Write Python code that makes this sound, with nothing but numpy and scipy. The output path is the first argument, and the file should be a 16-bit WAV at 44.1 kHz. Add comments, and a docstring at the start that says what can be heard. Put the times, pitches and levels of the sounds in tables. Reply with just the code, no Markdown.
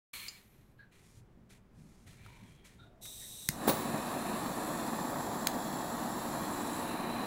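"""A torch lighter is handled above a wooden table, close to a mono microphone in a small room.
First a short spurt of gas ends with a ringing tick, and fingers rub and squeak on the case.
At 3 s the valve opens and gas hisses. At 3.5 s the piezo (the spark maker) snaps and lights a flame,
which catches with a pop and roars on over the hiss of the jet. At 5.5 s the mechanism clicks once more."""
import sys
import numpy as np
from scipy import signal
from scipy.fft import rfft, irfft
from scipy.io import wavfile
from scipy.ndimage import map_coordinates

SR = 44100
rng = np.random.default_rng(int(sys.argv[2]) if len(sys.argv) > 2 else 0)


def dump_mix(stems):
    """Bounce the given channels to the path in sys.argv[1] as a 16-bit WAV at rate SR."""
    frames = np.atleast_2d(stems).T  # one column per channel
    limited = np.clip(frames, -1, 1)  # hard clip at full scale
    pcm = np.round(limited * 32767).astype(np.int16)
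    wavfile.write(sys.argv[1], SR, pcm)


N = 320166
TIME, FREQS = np.arange(N) / SR, np.fft.rfftfreq(N, 1 / SR)
SPARK_S = 3.501  # the moment the gas is lit


def gain_of(db):
    """Turns decibels into a number to multiply by."""
    return 10 ** (np.asarray(db) / 20)


def evened(x):
    """Scales a signal to an average power of 1."""
    return x / np.sqrt(np.mean(x ** 2) + 1e-20)


def read(points, hz):
    """Looks up a value at hz, joining the points with straight lines on a scale of octaves."""
    point_hz, value = np.transpose(points)
    return np.interp(np.log(hz + 1), np.log(point_hz + 1), value)


def fade(start, length):
    """Rises from 0 to 1 over length seconds."""
    return np.clip((TIME - start) / length, 0, 1)


def envelope(start, rise_s, hold_s, fall_db_per_s):
    """A level that rises, holds, then dies away."""
    falling_s = np.maximum(TIME - start - rise_s - hold_s, 0)
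    return fade(start, rise_s) * gain_of(-fall_db_per_s * falling_s)


def bell(offset, reach):
    """A bell curve: 1 at no offset, half the power at the reach."""
    return np.sqrt(.5 ** ((offset / reach) ** 2))


def add(mix, start, sound):
    """Mixes a sound in at start seconds."""
    part = mix[round(start * SR):][:len(sound)]
    part += sound[:len(part)]


def noise(gain):
    """Noise of power 1, shaped by a gain for each frequency."""
    return evened(irfft(rfft(rng.standard_normal(N)) * gain, N))


def airflow(colour, peaks=()):
    """Rushing noise: colour sets the balance of low and high, peaks boost narrow bands."""
    power = 1 + sum(gain_of(db) ** 2 / (1 + (2 * (FREQS - hz) / width) ** 2) ** 1.5
                    for hz, width, db in peaks)
    return noise(gain_of(read(colour, FREQS)) * np.sqrt(power))


def whistle(hz, width):
    """Noise gathered around one pitch."""
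    return noise(1 / (1 + (2 * (FREQS - hz) / width) ** 2))


def flutter(rate_hz, depth_db):
    """A level that swells and sinks at random."""
    wander = noise(1 / (1 + (FREQS / rate_hz) ** 2))
    return evened(gain_of(depth_db * wander))


def colour_click(x, colour):
    """Colours a click without smearing it ahead of its start."""
    log_gain = np.log(gain_of(read(colour, abs(np.fft.fftfreq(2048, 1 / SR)))))
    taps = np.fft.ifft(np.exp(np.conj(signal.hilbert(log_gain)))).real
    return signal.oaconvolve(x, taps / np.linalg.norm(taps))[:N]


def room(x, first_echo_s=0.0072):
    """Echoes from the near walls blur into a tail in which the bass lasts longest."""
    # how long the room rings (frequency [Hz], time to fall 60 dB [s])
    ring_times = [(150, 1), (1000, 0.16), (5000, 0.28), (15000, 0.21)]
    hz, t, bands = signal.stft(rng.standard_normal(SR // 2), SR, nperseg=256)
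    decay = gain_of(-60 * t / read(ring_times, hz)[:, None])
    tail = signal.istft(bands * decay, SR, nperseg=256)[1]
    tail *= np.arange(len(tail)) / SR > first_echo_s
    return signal.fftconvolve(x, tail / np.linalg.norm(tail))[:N]


def near_echoes(x, echo_db=-9, latest_s=.004, drift_s=.00009, drift_hz=0.86, count=5):
    """The table, the can and the hands throw back short echoes that shift as the lighter moves."""
    out = x.copy()
    for delay in np.geomspace(latest_s / 4, latest_s, count):
        path_s = delay + drift_s * whistle(0, 2 * drift_hz)
        echo = map_coordinates(x, [(TIME - path_s) * SR], order=3)
        out += gain_of(echo_db) / np.sqrt(count) * echo
    return out / np.sqrt(1 + gain_of(echo_db) ** 2)


def rumble():
    """The hand and the room make a dull, low rumble."""
    # tone of the rumble (frequency [Hz], level [dB])
    colour = [(20, -2), (50, 4), (75, -3.5), (120, -0.5), (200, -5), (290, -9.5), (500, -15.5),
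              (1000, -19.5), (2000, -27), (4000, -36.5), (12000, -44)]
    # its peaks (frequency [Hz], width [Hz], boost [dB])
    peaks = [(109.5, 26, 3), (207, 51, 2.5), (392, 57, 3)]
    # its loudness (time [s], level [dB])
    levels = [(.14, -63.5), (1.0, -62), (2.4, -60), (3.2, -60)]
    level = gain_of(np.interp(TIME, *np.transpose(levels))) * fade(0.1285, 0.011)
    return level * airflow(colour, peaks) * flutter(rate_hz=6, depth_db=0.3)


def fingers():
    """Skin slides over the case and catches on it, making faint squeaks and low judders."""
    # finger strokes (start [s], rise [s], time until lifted [s], easing off [dB/s],
    # hiss [dB], scrape [dB])
    strokes = [(0.278, 0.027, 0.14, 140, -62, -60), (.34, .05, 0.38, 30, -74.5, -71.5),
               (.35, .012, .04, 140, -74, -64), (0.772, 0.018, .1, 110, -88, -73),
               (0.91, .015, 0.29, 55, -73, -67.5), (.92, 0.12, .27, 0, -69.5, -77),
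               (1.489, 0.02, 0.09, 140, -64, -62.5), (1.72, .08, 0.84, 0, -74, -79),
               (2.058, 0.017, 0.11, 103, -62.5, -60), (2.134, 0.11, 0.56, 31, -73, -63),
               (2.641, .012, 0.089, 130, -62, -60), (2.69, .04, 0.18, 45, -76, -72)]
    # tone of the fine hiss (frequency [Hz], level [dB])
    hiss_colour = [(2000, -10), (4500, -1.5), (6500, 1), (10000, -1.5), (12500, -7.5), (14500, -15),
                   (16000, -22)]
    # tone of the coarser scrape (frequency [Hz], level [dB])
    scrape_colour = [(600, -4), (1400, -9), (1900, 3), (2400, 0), (3000, -3), (4300, -3.5), (5200, -47),
                     (9000, -20)]
    # its peaks (frequency [Hz], width [Hz], boost [dB])
    scrape_peaks = [(1360, 320, 5), (2360, 200, 1.5)]
    # skin catching (start [s], rough length [s], pitch [Hz], width [Hz], level [dB])
    squeaks = [(0.582, 0.14, 124, 70, -59), (.785, 0.066, 4070, 600, -77), (0.788, 0.083, 1630, 170, -60),
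               (1.17, 0.082, 111, 50, -57.5), (1.26, 0.14, 362, 70, -70), (1.366, 0.18, 197, 100, -62.5),
               (1.772, 0.18, 181, 140, -56.5), (2.05, 0.088, 135, 70, -51.5),
               (2.17, 0.44, 2320, 260, -70.5), (2.195, 0.44, 109, 70, -60), (2.277, 0.24, 960, 170, -67.5),
               (2.403, 0.13, 191, 130, -58), (2.44, 0.33, 3250, 200, -75), (2.745, 0.16, 139, 130, -58),
               (2.784, 0.098, 3710, 383, -65.5), (2.783, 0.14, 1410, 170, -67),
               (2.833, 0.49, 667, 132, -69), (3.21, 0.078, 1910, 350, -64.5)]
    hiss_level, scrape_level = np.zeros(N), np.zeros(N)
    for start, rise, length, easing, hiss_db, scrape_db in strokes:
        stroke = envelope(start, rise, length - rise, fall_db_per_s=420)
        stroke *= gain_of(-easing * np.maximum(TIME - start - rise, 0))
        hiss_level = np.hypot(hiss_level, gain_of(hiss_db) * stroke)  # strokes add up in power
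        scrape_level = np.hypot(scrape_level, gain_of(scrape_db) * stroke)
    rub = hiss_level * airflow(hiss_colour) + scrape_level * airflow(scrape_colour, scrape_peaks)
    rub *= flutter(rate_hz=190, depth_db=1.3)
    for start, length, hz, width, db in squeaks:
        shape = envelope(start, rise_s=.008, hold_s=.4 * length, fall_db_per_s=22 / length)
        rub += gain_of(db) * shape * whistle(hz, width)
    return rub * flutter(rate_hz=35, depth_db=0.66)  # the skin grips and slips unevenly


def snaps(thump_hz=165, thump_decay_s=0.035, thump_lag_s=0.00305, part_q=7):
    """Small parts slam and rattle briefly; the case rings and kicks back in the hand."""
    # hits in the mechanism (time [s], crack [dB], rattle length [s], pitch of the struck part [Hz],
    # its level [dB], case ring [dB], reach of the ring around that pitch [octaves], thump [dB])
    hits = [(.2808, -48, 0.0026, 4300, -46, -52, .6, -75),
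            (0.2827, -55, 0.0028, 4730, -29.5, -35.5, .55, -72),
            (2.263, -56, 0.0011, 1320, -43.5, -70, 3, -64), (3.054, -45, 0.0082, 1200, -49, -64, 3, -66),
            (3.4888, -14, 0.0012, 2100, -22, -40.5, 5, -24),
            (5.4704, -18, 0.0021, 2350, -23.5, -44, 3, -50),
            (5.4715, -21.5, 0.0019, 4100, -17.5, -50, 3, -54)]
    # tone of the crack (frequency [Hz], level [dB])
    crack_colour = [(200, -37), (900, -11), (2200, 1), (2800, -3), (4100, 0), (5200, -3.5), (6400, 0.5),
                    (7600, -3), (10500, 0.5), (12300, -3.5), (13500, 1), (15000, -3), (16000, 3.5)]
    # notes of the metal case (pitch [Hz], level [dB], time to fall 60 dB [s])
    case_notes = [(2130, -23, .06), (2820, -11, .1), (4260, -2, 0.024), (4450, -1, 0.048),
                  (4850, -3, 0.062), (5000, -7, 0.082), (5100, -9, 0.063), (5300, -6, 0.038),
                  (6300, -10, .06), (7040, -7, 0.085), (7430, 0, 0.035), (9800, -1, 0.035),
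                  (13550, -12, 0.092)]
    t = np.arange(SR // 4) / SR
    cracks, body = np.zeros(N), np.zeros(N)
    for start, crack_db, rattle_s, part_hz, part_db, ring_db, reach, thump_db in hits:
        contacts = rng.standard_normal(len(t)) * np.exp(-(t / rattle_s) ** 2 / 2)  # many tiny knocks
        add(cracks, start, gain_of(crack_db) * contacts * np.sqrt(rattle_s * SR) / np.linalg.norm(contacts))
        part = np.sin(2 * np.pi * part_hz * t) * np.exp(-np.pi * part_hz * t / part_q)  # dies quickly
        ring = np.zeros(len(t))
        for hz, db, decay_s in case_notes:
            level = gain_of(db - 60 * t / decay_s) * bell(np.log2(hz / part_hz), reach)
            ring += level * np.sin(2 * np.pi * (hz * t + rng.random()))
        ring *= 1 - np.exp(-2 * t / rattle_s)  # builds up during the rattle
        add(body, start, gain_of(part_db) * part + gain_of(ring_db) * ring)
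        thump = -gain_of(thump_db - 60 * t / thump_decay_s) * np.sin(2 * np.pi * thump_hz * t)
        add(body, start + thump_lag_s, thump)
    return colour_click(cracks, crack_colour) + body


def gas_spurt(open_s=0.132, shut_s=.28, settled_db=-50.5, overshoot_db=8.5, settle_s=0.096):
    """The valve opens briefly: the pressure jumps and settles, then the gas drains and seeps away."""
    # tone of the spurt (frequency [Hz], level [dB])
    colour = [(300, -3), (700, -11.5), (1100, -0.5), (1500, -1.5), (3400, 6), (4400, 0.5), (5100, -5),
              (7000, 0), (13500, 0.5), (16000, -2)]
    # its peaks (frequency [Hz], width [Hz], boost [dB])
    peaks = [(1120, 190, 4.7), (1810, 170, 4.9), (2280, 220, 13.7), (4260, 260, 12)]
    pressure = gain_of(settled_db + overshoot_db * np.exp(-np.maximum(TIME - open_s, 0) / settle_s))
    flow = pressure * envelope(open_s, rise_s=.004, hold_s=shut_s - open_s, fall_db_per_s=900)
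    drain = gain_of(-61) * envelope(shut_s, rise_s=0.036, hold_s=0.061, fall_db_per_s=260)
    seep = gain_of(-75) * envelope(shut_s, rise_s=.05, hold_s=.2, fall_db_per_s=60)
    spurt = (flow + drain) * airflow(colour, peaks) * flutter(rate_hz=110, depth_db=0.5)
    return spurt + seep * whistle(hz=12100, width=2900)


def unlit_gas(open_s=3.0095, level_db=-49):
    """Cold gas hisses steadily through the barrel until the spark."""
    # tone of the gas (frequency [Hz], level [dB])
    colour = [(300, 3.5), (700, 3), (1400, -6), (2800, -0.5), (4900, 0.5), (7500, 4.5), (10500, 4.5),
              (13800, 3), (16000, -4)]
    # where the cold barrel rings (frequency [Hz], width [Hz], boost [dB])
    peaks = [(1930, 66, 3.3), (3780, 270, 21), (5930, 770, 10), (7700, 400, 8.3), (8400, 780, 12),
             (10500, 330, 5), (11280, 300, 12.5), (12700, 500, 2.8), (14820, 420, 13)]
    flow = envelope(open_s, rise_s=0.023, hold_s=SPARK_S - open_s - .02, fall_db_per_s=150)
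    return gain_of(level_db) * flow * airflow(colour, peaks) * flutter(rate_hz=80, depth_db=-0.5)


def beam(aim, spread):
    """Treble leaves the barrel in a beam: full at the slant aim, half the power spread degrees off."""
    # the hand turning the barrel (time [s], slant from straight ahead [degrees])
    slants = [(3.6, 29), (4.33, 31.8), (4.5, 23), (4.6, 26), (4.95, 23), (5.15, 17.6), (5.6, 18), (6.0, 19),
              (6.4, 22), (6.55, 25.5), (6.75, 28), (7.03, 40), (7.26, 39.7)]
    slant = np.interp(TIME, *np.transpose(slants))
    return bell(slant - aim, spread)


def burning_jet(hiss_db=-50.5):
    """In the hot barrel the jet rings at new pitches, which swell and sink as the barrel turns."""
    # tone of the jet (frequency [Hz], level [dB])
    colour = [(1500, -24), (2700, -10), (3400, 4.5), (4400, 1), (4850, -2.5), (6200, -2.5), (7300, -12),
              (8700, -28.5), (9800, -2), (11700, 0.5), (12700, -0.5), (14000, -8), (15700, -5),
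              (16000, -14)]
    # steadier peaks of the hot barrel (frequency [Hz], width [Hz], boost [dB])
    peaks = [(4290, 350, 3), (5460, 200, 3), (10400, 670, 3), (10840, 640, 2.4), (14700, 380, 11),
             (15500, 300, 4)]
    # its strong whistles (pitch [Hz], width [Hz], level [dB],
    # slant that faces the microphone [degrees], half-width of the beam [degrees])
    whistles = [(2480, 850, -51.5, 46.9, 14.6), (3983, 360, -53.5, 43.2, 12.7),
                (7410, 1060, -53.5, 20.8, 11), (7900, 700, -59.5, 27.3, 2.5), (9900, 3700, -54.5, 30.7, 7)]
    hiss = gain_of(hiss_db) * beam(aim=21.4, spread=15.3) * airflow(colour, peaks)
    for hz, width, db, aim, spread in whistles:
        hiss += gain_of(db) * beam(aim, spread) * whistle(hz, width) * flutter(rate_hz=13, depth_db=0.54)
    return hiss * fade(SPARK_S, 0.17) * flutter(rate_hz=120, depth_db=0.82)


def ignition(pop_s=3.6791, pop_db=-14.5, swing_s=0.00038, flare_db=-24.5, afterburn_db=-41):
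    """The gathered gas goes off: one pressure swing and a ragged, spitting flare that burns out."""
    # tone of the flare (frequency [Hz], level [dB])
    flare_colour = [(30, -47), (90, -1.5), (200, 1), (420, 0.5), (1050, -5.5), (1500, -12.5), (2800, -22),
                    (3900, -18.5), (5200, -21.5), (8500, -21), (11000, -16), (14000, -22), (15700, -14)]
    # a bright band and a thin, very high whistle heard during the pop
    # (frequency [Hz], width [Hz], boost [dB])
    bright_bands = [(3760, 400, 4), (15500, 150, 12.5)]
    # sharp spits in the flare (time [s], length [s], level [dB])
    spits = [(3.682, .0004, -31), (3.698, 0.0011, -26.5)]
    # their tone (frequency [Hz], level [dB])
    spit_colour = [(500, -5), (2800, 2), (4000, 7.5), (5200, -7), (8000, -12), (11500, 1), (14000, -1),
                   (16000, -10)]
    swing_time = (TIME - pop_s) / swing_s
    swing = gain_of(pop_db) * swing_time * np.exp((1 - swing_time ** 2) / 2)
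    burn = gain_of(flare_db) * envelope(pop_s - .0055, rise_s=0.0059, hold_s=0.019, fall_db_per_s=430)
    burn += gain_of(afterburn_db) * envelope(pop_s - .014, rise_s=0.094, hold_s=.055, fall_db_per_s=250)
    burst = burn * airflow(flare_colour, bright_bands) * flutter(rate_hz=230, depth_db=1.0)
    spitting = sum(gain_of(db) * np.exp(-((TIME - at) / length) ** 2 / 2) for at, length, db in spits)
    return swing + burst + spitting * airflow(spit_colour)


def flame(first_db=-51, grow_db_per_s=86, full_db=-37.5, surge_s=3.932, surge_db=-44):
    """The flame grows from the spark and surges once; swirls burn unevenly, so the roar is lumpy."""
    # tone of the roar (frequency [Hz], level [dB])
    colour = [(15, -19), (35, -19), (70, -15.5), (105, -8.5), (190, -2.5), (290, 0.5), (390, -6.5),
              (500, -8.5), (790, -3.5), (1080, -5), (1450, -14), (1830, -11.5), (2130, -24.5), (3000, -36),
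              (6000, -38)]
    # its humps (frequency [Hz], width [Hz], boost [dB])
    humps = [(178, 28, 3.5), (241.6, 52, 2.5), (349, 30, 1), (544, 62, 2.5), (662, 50, 1.5), (722, 21, 4.5),
             (920, 98, -5.5), (1118, 24, 1.5), (1250, 36, -4)]
    size_db = np.minimum(first_db + grow_db_per_s * (TIME - SPARK_S), full_db)
    size = fade(SPARK_S, 0.0076) * gain_of(size_db)
    size += gain_of(surge_db) * envelope(surge_s, rise_s=.012, hold_s=.008, fall_db_per_s=398)
    roar = airflow(colour, humps) * flutter(rate_hz=80, depth_db=1.0)
    return size * roar * flutter(rate_hz=23, depth_db=0.3)


def scene():
    """All sources reach one microphone, heard alike in both ears."""
    clicks, pop, roar = snaps(), ignition(), flame()
    hiss = gas_spurt() + unlit_gas() + near_echoes(burning_jet())
    to_walls = gain_of(-14.5) * clicks + gain_of(-18) * pop + gain_of(-15.5) * roar + gain_of(-13) * hiss
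    mono = room(to_walls) + fingers() + rumble() + clicks + hiss + pop + roar
    return np.array([mono, mono])


def record(dry):
    """Cuts off the very highest treble."""
    low_pass = signal.firwin(511, cutoff=15850, window=("kaiser", 9), fs=SR)
    return signal.oaconvolve(dry, low_pass[None], "same")


dry = scene()
out = record(dry)
dump_mix(out)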